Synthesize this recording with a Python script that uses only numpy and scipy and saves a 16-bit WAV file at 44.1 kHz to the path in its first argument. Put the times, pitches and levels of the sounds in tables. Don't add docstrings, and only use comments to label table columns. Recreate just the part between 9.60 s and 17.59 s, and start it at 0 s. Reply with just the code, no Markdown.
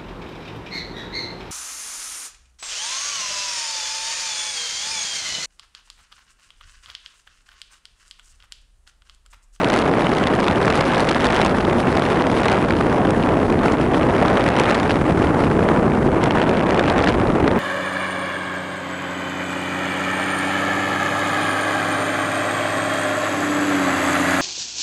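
import sys
import numpy as np
from scipy.fft import rfft, irfft, next_fast_len
from scipy.io import wavfile
from scipy.ndimage import uniform_filter1d, minimum_filter1d, map_coordinates

SR = 44100
rng = np.random.default_rng(int(sys.argv[2]) if len(sys.argv) > 2 else 0)


def int16_out(signal):
    q = np.round(np.clip(np.atleast_2d(signal).T, -1, 1) * 32767)
    wavfile.write(sys.argv[1], SR, q.astype(np.int16))


N = 352359

# t/s, relative level/dB
AIR_ROUGHNESS = [(0.0, -32.0), (0.15, -30.0), (0.3, -34.5), (0.5, -32.0), (1.0, -33.0), (1.2, -29.5),
                 (1.55, -32.0), (1.8, -30.0), (2.1, -36.0), (2.5, -32.0), (2.7, -35.0), (2.85, -30.5),
                 (3.0, -34.0), (3.55, -37.5), (3.7, -36.0), (3.85, -38.0), (4.5, -36.5), (5.1, -29.5),
                 (5.45, -37.0), (6.55, -40.0), (6.65, -35.0), (7.45, -33.0), (7.7, -36.5), (8.0, -38.0)]
# t/s, peak level/dB, treble edge f/Hz
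AIR_SLAPS = [(0.046, -9.0, 4600), (0.103, -9.5, 5000), (0.133, -9.0, 6000), (0.14, -7.5, 3900),
             (0.19, -9.5, 6000), (0.219, -12.5, 6000), (0.469, -3.0, 2900), (0.672, -7.5, 4200),
             (0.803, -9.0, 4600), (0.883, -5.5, 3600), (1.08, -2.0, 2800), (1.103, -4.5, 3800),
             (1.156, -8.5, 6000), (1.176, -9.5, 5000), (1.211, -6.0, 4700), (1.348, -9.0, 4300),
             (1.49, -6.5, 3500), (1.645, -8.5, 4800), (1.669, -6.5, 4600), (1.769, -10.0, 4300),
             (1.816, -5.5, 4400), (1.849, -9.5, 6000), (1.863, -4.0, 4100), (2.373, -7.5, 4900),
             (2.464, -9.5, 3500), (2.502, -11.0, 3900), (2.669, -9.0, 3900), (2.819, -8.5, 4500),
             (2.834, -7.5, 4300), (2.857, -9.0, 6000), (2.884, -6.5, 4100), (2.918, -8.5, 6000),
             (3.108, -9.0, 3000), (3.507, -13.0, 6000), (4.083, -8.0, 2900), (4.122, -12.5, 4700),
             (4.345, -7.0, 2800), (4.683, -8.0, 4000), (4.773, -7.0, 3200), (4.889, -5.5, 4900),
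             (4.999, -6.0, 5200), (5.107, -6.0, 3900), (5.151, -3.5, 3300), (5.2, -7.5, 4900),
             (5.296, -4.5, 2800), (5.308, -6.5, 3600), (5.839, -9.0, 3400), (6.089, -7.0, 2800),
             (6.64, -6.5, 5900), (6.659, -10.0, 3900), (6.709, -5.5, 2800), (6.817, -4.5, 3000),
             (6.894, -9.5, 4400), (7.108, -6.5, 4400), (7.195, -5.5, 3400), (7.241, -10.5, 3000),
             (7.3, -9.0, 3800), (7.392, -5.5, 3000), (7.404, -9.0, 3400), (7.44, -5.5, 2800),
             (7.474, -4.0, 2800), (7.49, -7.0, 3000), (7.879, -3.0, 3400)]
# f/Hz, relative level/dB
ROAR_TONE = [(150, -26), (350, -0.5), (550, 2.5), (900, 0), (1500, -3.5), (2600, -8), (4500, -15),
             (7000, -13), (10000, -9), (16000, -40)]
BUFFET_TONE = [(60, -47), (130, -4), (210, 4), (320, 4), (460, -2.5), (700, -21), (1500, -54.5)]
RUMBLE_TONE = [(10, -34), (25, -11), (45, -6), (75, 0), (120, -0.5), (180, -0.5), (400, -48.5)]
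HISS_TONE = [(1000, 2), (3000, 17), (5000, 10), (7500, 1), (10000, 4), (12000, 6), (16000, -17)]
EDDY_TONE = [(150, -34), (500, 4.5), (1000, 0), (1700, -0.5), (3000, -5), (5000, -10), (7500, -10.5),
             (10000, -8), (16000, -3)]
# t/s, level/dB
RUMBLE_FADER = [(0.0, -30), (0.85, -29.5), (1.05, -24.5), (1.25, -30), (2.2, -24.5), (2.55, -28.0),
                (3.2, -25.0), (4.75, -25), (5.15, -29.5), (5.4, -22.5), (6.35, -23), (7.05, -28),
                (7.6, -22.5), (8.0, -27.5)]
HISS_FADER = [(0.0, -50), (0.15, -47.5), (1.09, -50), (1.24, -46), (4.27, -52), (5.07, -50.5), (5.87, -54),
              (7.99, -69)]
# f/Hz, level/dB
MIC_ROLLOFF = [(10000, 0), (10500, -2.5), (11000, -8.5), (11400, -17), (11800, -30), (12300, -19),
               (13000, -17), (15800, -16)]


def roar(swirl, level_db=-20.5, mid_edge_hz=1200, push_db=1.78):
    rough_db = roughness()
    edge_hz = mid_edge_hz * 2 ** (0.04 * rough_db + 0.24 * swirl)
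    rush = moving_lowpass(noise(ROAR_TONE), edge_hz, steepness=2.04)
    drift_db = 1.1 * wobble(knots_per_s=8)
    return amp(level_db + 0.08 * rough_db + drift_db) * steadied(rush * amp(push_db * swirl))


def buffet(swirl, level_db=-20, push_db=1.8):
    thumps = steadied(noise(BUFFET_TONE) * amp(push_db * swirl))
    return amp(level_db - 0.4 * roughness()) * thumps


def slaps():
    times, peak_db, edge_hz = np.transpose(AIR_SLAPS)
    return spurts(times, peak_db, edge_hz, width_s=np.full(len(times), 0.001115), snap=4.6)


def crackle(rate_hz=110, mid_peak_db=-17, scatter_db=5.0, mid_edge_hz=2600, mid_width_s=0.00059):
    rough_db = roughness()
    shed_so_far = np.cumsum(rate_hz * np.exp(0.07 * rough_db)) / SR
    jitter, strength, tint, length = rng.random((int(shed_so_far[-1]), 4)).T
    at = np.interp(np.arange(len(jitter)) + jitter, shed_so_far, np.arange(N)).astype(int)
    force_db = 0.79 * rough_db[at] + scatter_db * (2 * strength - 1)
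    edge_hz = mid_edge_hz * 2 ** (0.1 * force_db + 0.74 * (tint - .5))
    width_s = mid_width_s * 2 ** (2.5 * (length - .5))
    return spurts(at / SR, mid_peak_db + force_db, edge_hz, width_s, snap=3.2)


def rumble():
    level_db, = curves(RUMBLE_FADER)
    return amp(level_db) * steadied(noise(RUMBLE_TONE))


def hiss(swirl, trim_db=5, flutter_db=1.5, flicker_db=4.0):
    fader_db, = curves(HISS_FADER)
    air = noise(HISS_TONE) * amp(flutter_db * swirl + flicker_db * wobble(knots_per_s=32))
    return amp(fader_db + trim_db) * unit(air)


def turbulence():
    return unit(0.3 * wobble(knots_per_s=40) + wobble(knots_per_s=190) + 0.57 * wobble(knots_per_s=650))


def roughness():
    rasp_db, = curves(AIR_ROUGHNESS)
    return rasp_db - rasp_db.mean()


def spurts(times, peak_db, edge_hz, width_s, snap, size=512):
    hz = np.fft.rfftfreq(size, 1 / SR)
    offset = np.arange(size) - size // 2
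    air = rng.standard_normal((len(times), size))
    air += snap * np.sign(air) * (offset == 0)
    colour = gain(EDDY_TONE, hz) / np.sqrt(1 + (hz / edge_hz[:, None]) ** 5.6)
    bell = np.exp(-.5 * (offset / SR / width_s[:, None]) ** 2)
    puffs = irfft(rfft(air) * colour) * bell
    puffs *= (amp(peak_db) / np.abs(puffs).max(axis=1))[:, None]
    places = np.clip(np.round(times * SR).astype(int)[:, None] + offset, 0, N)
    return np.bincount(places.ravel(), puffs.ravel(), N + 1)[:N]


def limiter(x, ceiling=0.68, hold=600):
    needed = np.minimum(1, ceiling / (np.abs(x) + 1e-9))
    held = minimum_filter1d(needed, hold, origin=hold // 3)
    return x * uniform_filter1d(held, hold // 4)


def amp(db):
    return 10 ** (np.asarray(db) / 20)


def unit(x):
    return x / np.sqrt(np.mean(x ** 2) + 1e-20)


def gain(points, hz):
    f, db = np.transpose(points)
    return amp(np.interp(np.log(hz + 1), np.log(f + 1), db))


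def curves(rows):
    times, *columns = np.transpose(rows)
    return [np.interp(np.arange(N) / SR, times, column) for column in columns]


def wobble(knots_per_s):
    knots = rng.standard_normal(N * knots_per_s // SR + 4)
    return unit(map_coordinates(knots, [np.arange(N) * knots_per_s / SR]))


def filtered(x, response):
    padded = next_fast_len(N + SR // 4)
    return irfft(rfft(x, padded) * response(np.fft.rfftfreq(padded, 1 / SR)), padded)[..., :N]


def noise(tone):
    return unit(filtered(rng.standard_normal(N), lambda hz: gain(tone, hz)))


def steadied(x, size=6000):
    return x / np.sqrt(np.abs(uniform_filter1d(x ** 2, size)) + 1e-12)


def moving_lowpass(x, edge_hz, steepness):
    octaves = np.arange(8, 15)
    place = np.clip(np.log2(edge_hz), octaves[0], octaves[-1])
    copies = filtered(x, lambda hz: 1 / np.sqrt(1 + (hz / 2.0 ** octaves[:, None]) ** (2 * steepness)))
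    fades = np.maximum(1 - np.abs(place - octaves[:, None]), 0)
    return np.sum(copies * fades, axis=0)


def scene():
    swirl = turbulence()
    return (buffet(swirl) + rumble() + roar(swirl) + hiss(swirl) + slaps() + crackle())[None]


def record(dry, top_hz=15800):
    return filtered(limiter(dry), lambda hz: gain(MIC_ROLLOFF, hz) * (hz < top_hz))


dry = scene()
out = record(dry)
int16_out(out)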